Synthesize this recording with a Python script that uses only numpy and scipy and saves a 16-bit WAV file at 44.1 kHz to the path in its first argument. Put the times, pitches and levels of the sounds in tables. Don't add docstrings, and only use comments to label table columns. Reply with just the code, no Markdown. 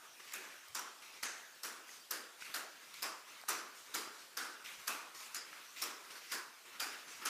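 import sys
import numpy as np
from scipy import signal
from scipy.fft import rfft, irfft, next_fast_len
from scipy.io import wavfile
from scipy.ndimage import uniform_filter1d, map_coordinates

SR = 44100
rng = np.random.default_rng(int(sys.argv[2]) if len(sys.argv) > 2 else 0)


def natural_amplitude(level_db):
    exponent = np.asarray(level_db, float) / 20
    return 10 ** exponent


def generate_wav(signal):
    frames = np.transpose(np.atleast_2d(signal))
    scaled = np.clip(frames, -1, 1) * 32767
    pcm = np.round(scaled).astype(np.int16)
    wavfile.write(sys.argv[1], SR, pcm)


N = 321474


def unit(x):
    return x / np.sqrt(np.mean(x ** 2) + 1e-20)


def along(points, hz):
    f, value = np.transpose(points)
    return np.interp(np.log(hz + 1), np.log(f + 1), value)


def hump(hz, centre_hz, width_hz):
    return np.abs(hz * width_hz / (centre_hz ** 2 - hz ** 2 + 1j * hz * width_hz))


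def wobble(rate, size):
    knots = rng.standard_normal(int(size * rate / SR) + 4)
    return map_coordinates(knots, [np.arange(size) * rate / SR])


def filtered(x, response):
    m = next_fast_len(N + 8192)
    return irfft(rfft(x, m) * response(np.fft.rfftfreq(m, 1 / SR)), m)[:N]


def smoothed_grid(shape, bins, frames):
    field = uniform_filter1d(rng.standard_normal(shape), bins, 0)
    return unit(uniform_filter1d(field, frames, 1))


def rush(spectrum, patchy_db):
    z = signal.stft(rng.standard_normal(N), nperseg=512)[2]
    patches = natural_amplitude(patchy_db * smoothed_grid(z.shape, 6, 10))
    noise = signal.istft(z * patches, nperseg=512)[1][:N]
    return unit(filtered(noise, lambda hz: natural_amplitude(along(spectrum, hz))))


# (t/s, length/s, fizz level/dB, cloth over fizz/dB, dull over fizz/dB)
SCUFF_STROKES = [(0.191, .07, -56.5, -4, -1.5), (0.27, 0.068, -56.5, 2.5, -6),
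                 (1.015, 0.16, -59.5, 2.5, -3), (2.402, 0.034, -53, -0.5, -18), (2.445, 0.063, -54, 3, -1),
                 (2.933, 0.1, -55.5, -0.5, -10), (4.64, .11, -52, 2.5, -4), (5.142, 0.12, -51, -4, -7),
                 (5.512, 0.096, -60, 5, 2), (5.758, 0.096, -51, 1.5, -10), (6.099, 0.078, -53, -2.5, -2),
                 (6.648, 0.13, -61.5, 5.5, 4.5), (7.212, .05, -55, 3, 5.5)]
# (t/s, length/s, fizz level/dB, cloth over fizz/dB, dull over fizz/dB)
CLOTH_STROKES = [(0.0, 0.047, -64.5, -1, 8.5), (0.41, .15, -58.5, -0.5, 4), (0.62, 0.053, -63.5, -1, 4),
                 (1.35, 0.047, -62.5, 5, -6), (1.86, 0.092, -54, -5.5, -8), (2.79, .16, -60.5, 1, -0.5),
                 (2.37, .04, -60, 0, -5), (5.45, 0.075, -60.5, 1, -2), (6.29, .03, -51.5, 2, -5),
                 (6.9, 0.044, -56.5, 6, -1), (3.26, 0.14, -58.5, 1.5, -1), (3.73, 0.081, -55.5, -5.5, -14),
                 (3.84, .1, -59, 2, -1), (4.11, 0.12, -59, -6, -6), (4.77, 0.088, -55, -3, -3),
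                 (5.28, 0.07, -57.5, 0.5, 0), (5.62, .13, -58.5, -1, -6), (5.99, .1, -60, 0, -3),
                 (6.19, 0.19, -56.5, -0.5, -3), (6.96, 0.088, -59.5, 3.5, -10), (7.06, 0.14, -52.5, -3, -5)]
# level/dB of the low, body, cloth and fizz bands
SWAY_LEVELS = (-73.5, -68, -70, -66)
# (f/Hz, level/dB)
LOW_SPECTRUM = [(30, -27), (120, -17), (250, -3), (400, -2), (700, -4), (1000, -17.5)]
BODY_SPECTRUM = [(600, -38), (900, -2.5), (1300, 2), (1800, -0.5), (2400, -33)]
CLOTH_SPECTRUM = [(1500, -22), (2000, 3), (2700, 0.5), (3200, -3), (3800, -3), (4800, -18)]
FIZZ_SPECTRUM = [(3200, -9), (4500, -0.5), (6000, 0), (8000, -5), (11000, -9), (15000, -13)]


def brushing():
    scuff_rise_s, rustle_rise_s, fade_s = 0.008, 0.027, 0.049
    sag_db_per_s = 9.5
    low_under_dull_db = -9
    t = np.arange(N) / SR
    power = natural_amplitude(2 * np.array(SWAY_LEVELS))[:, None] * np.ones(N)
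    strokes = [(scuff_rise_s, *row) for row in SCUFF_STROKES]
    strokes += [(rustle_rise_s, *row) for row in CLOTH_STROKES]
    for rise_s, start_s, length_s, fizz_db, cloth_db, dull_db in strokes:
        since = t - start_s
        shape = np.clip(since / rise_s, 0, 1)
        shape = shape * np.exp(-np.clip(since - length_s, 0, None) / fade_s)
        shape = shape * natural_amplitude(-sag_db_per_s * np.clip(since, 0, length_s))
        band_db = fizz_db + np.array([dull_db + low_under_dull_db, dull_db, cloth_db, 0])
        power += (natural_amplitude(band_db)[:, None] * shape) ** 2
    low, body, cloth, fizz = np.sqrt(power) * natural_amplitude(-3.0)
    unevenness = natural_amplitude(0.7 * wobble(40, N))
    grit = unit(natural_amplitude(0.37 * wobble(600, N)))
    dull = low * rush(LOW_SPECTRUM, patchy_db=4.5) + body * rush(BODY_SPECTRUM, patchy_db=2.5)
    bright = cloth * rush(CLOTH_SPECTRUM, patchy_db=2.0) + fizz * rush(FIZZ_SPECTRUM, patchy_db=3.0)
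    return unevenness * (dull + grit * bright)


# (f/Hz, level/dB per Hz)
HISS_SPECTRUM = [(59, -55), (100, -16), (222, -17.5), (367, -11.5), (688, -6.5), (1290, -6.5), (2860, -4.5),
                 (3460, -6), (5960, -8), (9260, -12.5), (14100, -15), (15000, -12.5)]


def hiss():
    return natural_amplitude(-57.5 - 2.5) * rush(HISS_SPECTRUM, patchy_db=2.65)


# (t/s, level/dB, f/Hz, half width/s)
JOLTS = [(.2, -52, 1100, .002), (.733, -66, 130, .01), (.705, -63, 90, .014), (.795, -69, 105, .01),
         (4.08, -70, 110, .015), (3.085, -55, 650, .035), (3.4385, -48, 750, .002), (.39, -58, 380, .03),
         (1.23, -68, 70, .008), (6.8, -68, 60, .008), (5.078, -50, 900, .002), (4.962, -46, 1300, .002),
         (4.452, -48, 1500, .002)]


def bumps():
    t = np.arange(N) / SR
    out = np.zeros(N)
    for s, db, hz, width_s in JOLTS:
        envelope = np.exp(-((t - s) / width_s) ** 2)
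        out += natural_amplitude(db) * envelope * np.sin(2 * np.pi * hz * (t - s))
    return out


# (t/s, peak level/dB, f/Hz)
STRAY_TICKS = [(0.2007, -45, 2870), (0.2044, -43, 2000), (0.684, -43, 4960), (1.8919, -44, 2020),
               (2.4226, -35, 2470), (2.464, -46, 5770), (2.942, -39.5, 4100), (3.414, -42.5, 4530),
               (6.249, -46, 3180), (3.437, -43.5, 1500), (4.661, -35, 2820), (5.205, -41, 4000),
               (5.53, -41, 1700)]
# (t/s, peak level/dB, f/Hz)
LOUD_CRACKS = [(0.3222, -40, 4970), (0.324, -38, 2040), (0.338, -30, 6800), (0.7528, -29, 5600),
               (0.7943, -31, 6020), (1.2324, -28.5, 1980), (1.2348, -28, 4600), (1.6342, -31, 5350),
               (2.11, -26.5, 6030), (2.1135, -26, 13400), (2.5448, -31, 4900), (3.029, -25.5, 14400),
               (3.0442, -39, 5590), (3.4871, -24.5, 6000), (3.4923, -23, 9000), (3.4931, -28, 6110),
               (3.505, -30.5, 5940), (3.945, -29, 6500), (3.95, -29, 7230), (3.9516, -30, 5850),
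               (4.3735, -27.5, 4990), (4.8784, -25, 4820), (4.881, -26, 6470), (5.3468, -31, 6250),
               (5.8184, -32, 5250), (5.822, -24.5, 5770), (5.8253, -27, 4840), (5.839, -27, 5420),
               (6.3204, -29, 4860), (6.8032, -27.5, 4990), (7.259, -28.5, 5160)]


def cracks():
    out, t = np.zeros(N + SR), np.arange(SR // 50) / SR
    contacts = rattle() + LOUD_CRACKS + STRAY_TICKS
    chance = rng.standard_normal((len(contacts), len(t)))
    for (s, db, hz), noise in zip(contacts, chance):
        ring = np.sin(2 * np.pi * hz * t) * natural_amplitude(-60 * t / (0.0038 + 12 / hz))
        click = 0.49 * min(hz / 5000, 1.2) * np.diff(noise, prepend=0) * natural_amplitude(-60 * t / 0.0077)
        knock_db = -7.5 - 0.22 * (db + 32.5) + 5 * noise[1]
        knock_hz = 1400 * np.exp(0.12 * noise[0])
        knock = natural_amplitude(min(knock_db, 4) - 8.5) * np.sin(2 * np.pi * knock_hz * t) * natural_amplitude(-60 * t / 0.022)
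        onset = 1 - np.exp(-t / 0.000094)
        out[round(s * SR):][:len(t)] += natural_amplitude(db) * (ring + click + knock) * onset
    return out[:N]


# (t/s, level/dB, air pocket f/Hz, sole f/Hz, sole level/dB)
HEEL_SLAPS = [(0.335, -38.5, 1650, 6230, -12), (0.749, -32, 1260, 5700, -2),
              (1.229, -30.5, 1670, 6340, -4.5), (1.634, -35, 1360, 5570, -3),
              (2.108, -33.5, 1470, 4920, -1.5), (2.541, -32, 1430, 4400, -11),
              (3.023, -31, 1150, 5100, -1.5), (3.484, -29, 1290, 5900, -5.5),
              (3.942, -30.5, 1340, 4900, -5), (4.37, -31.5, 1430, 5300, -11), (4.874, -32, 1250, 6170, -13),
              (5.346, -37.5, 1500, 5000, 2), (5.818, -34.5, 1210, 5530, -0.5),
              (6.317, -30.5, 1550, 5040, -2), (6.798, -32.5, 1440, 4860, -0.5),
              (7.254, -28.5, 1300, 6160, -5.5)]
# (heel thud level/dB, thud f/Hz, strap level/dB, echo length factor, near wall level/dB)
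FOOT_LANDINGS = [(-47, 420, 0, 1.04, -42), (-40.5, 820, -9, 0.88, -47), (-50, 730, -17, 1.04, -44),
                 (-42.5, 430, -20, 1.04, -41), (-39.5, 510, -17, 0.93, -41), (-38, 670, -12, 0.87, -34),
                 (-39.5, 580, -6.5, 0.86, -37), (-37.5, 440, -10, 1, -38), (-38.5, 400, -37, 0.99, -38),
                 (-43.5, 375, -30, 1.09, -45), (-38.5, 690, -2, 1.07, -33), (-52, 420, -13, 0.92, -34),
                 (-39, 450, -5.5, 0.99, -40), (-34, 1070, -18, 0.76, -41.5), (-37.5, 750, -3.5, 1.06, -42),
                 (-39, 730, -10, 1.1, -36.5)]
# (air pocket/Hz, strap/Hz, sole/Hz, edge/Hz)
MODE_WIDTHS = (547, 550, 680, 1050)
# (f/Hz, level/dB)
AIR_SPECTRUM = [(700, -13.5), (1100, -12), (2000, -9), (3500, -11.5), (5500, -10), (8000, -15),
                (11000, -16), (15000, -46)]
# (f/Hz, level/dB)
THUD_SPECTRUM = [(150, -31), (250, 4), (350, 1), (600, -29), (900, -6), (1500, -5)]
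# (f/Hz, T60/s)
CORRIDOR_T60 = [(200, 0.62), (500, 0.8), (1400, 0.78), (3000, 0.54), (6000, 0.52), (10000, 0.42),
                (15000, 0.33)]
# (f/Hz, level/dB)
NEAR_WALLS = [(500, -45), (1400, -4.5), (5000, -6), (12000, 7)]


def slaps():
    strap_hz, edge_hz, edge_over_sole_db = 2510, 7220, -8
    lead_s, rise_s = 0.02, 0.003
    out, size = np.zeros(N + SR), 3 * SR // 4
    t = np.arange(size) / SR
    rise = 1 / (1 + np.exp(-(t - lead_s) / rise_s))
    for slap, landing in zip(HEEL_SLAPS, FOOT_LANDINGS):
        s, db, pocket_hz, sole_hz, sole_db = slap
        thud_db, thud_hz, strap_db, linger, near_db = landing
        sparse = natural_amplitude(1.8 * np.exp(-t / 0.11) * wobble(709, size))
        hz, frames, z = signal.stft(sparse * rng.standard_normal(size), SR, nperseg=256)
        hz = hz[:, None]

        centres_hz = (pocket_hz, strap_hz, sole_hz, edge_hz)
        levels_db = (0, strap_db, sole_db, sole_db + edge_over_sole_db)
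        power = natural_amplitude(2 * along(AIR_SPECTRUM, hz))
        for centre_hz, width_hz, top_db in zip(centres_hz, MODE_WIDTHS, levels_db):
            power = power + natural_amplitude(2 * top_db) * hump(hz, centre_hz, width_hz) ** 4

        thud = natural_amplitude(along(THUD_SPECTRUM, hz) - 2.3 * np.log2(thud_hz / 430))
        thud = natural_amplitude(thud_db - db) * (thud + 0.9 * hump(hz, thud_hz, 214) ** 2)
        thud = thud * (1 - np.exp(-frames / 0.034))

        fill = 1 - 0.28 * np.exp(-frames / 0.066)
        fade = fill * natural_amplitude(-60 * frames / (linger * along(CORRIDOR_T60, hz)))
        fade = fade + natural_amplitude(near_db - db + 4.5 + along(NEAR_WALLS, hz) - 60 * frames / 0.13)
        ripple = natural_amplitude(np.clip(hz / 3000, 0, 1.5) * rng.standard_normal(hz.shape))
        lumps = natural_amplitude(0.92 * smoothed_grid(z.shape, 3, 7))
        z = z * lumps * ripple * np.sqrt(power + thud ** 2) * fade
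        body = signal.istft(z, SR, nperseg=256)[1][:size]
        out[round((s + 0.003 - lead_s) * SR):][:size] += natural_amplitude(db + 6.0) * body * rise
    return filtered(out[:N], lambda hz: hz ** 4 / (hz ** 4 + 190 ** 4))


def rattle(count=5):
    gap_s, spread, loss_db = 0.0035, 1.4, 1.1
    k = np.arange(count)
    luck = rng.standard_normal((len(HEEL_SLAPS), 3, count))
    s, slap_db, _, sole_hz, _ = np.transpose(HEEL_SLAPS)[:, :, None]
    late_s = gap_s * k ** spread * np.exp(0.2 * luck[:, 0])
    db = -33.5 + 0.47 * (slap_db - slap_db.mean()) - loss_db * k + 0.84 * luck[:, 1]
    hz = sole_hz * np.exp(0.204 * luck[:, 2])
    return list(zip((s + late_s).ravel(), db.ravel(), hz.ravel()))


def scene():
    mono = brushing() + hiss() + bumps() + cracks() + slaps()
    return np.array([mono, mono])


def top_cut(x):
    return signal.sosfilt(signal.butter(12, 16420, fs=SR, output="sos"), x)


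def record(dry):
    def response(hz):
        bass_ratio = (hz / 170) ** 4
        bass = np.sqrt(natural_amplitude(-20) + bass_ratio) / np.sqrt(1 + bass_ratio)
        return bass / (1 + (hz / 15040) ** 150)

    kept = filtered(dry[0], response)
    return top_cut(np.array([kept, kept]))


dry = scene()
out = record(dry)
generate_wav(out)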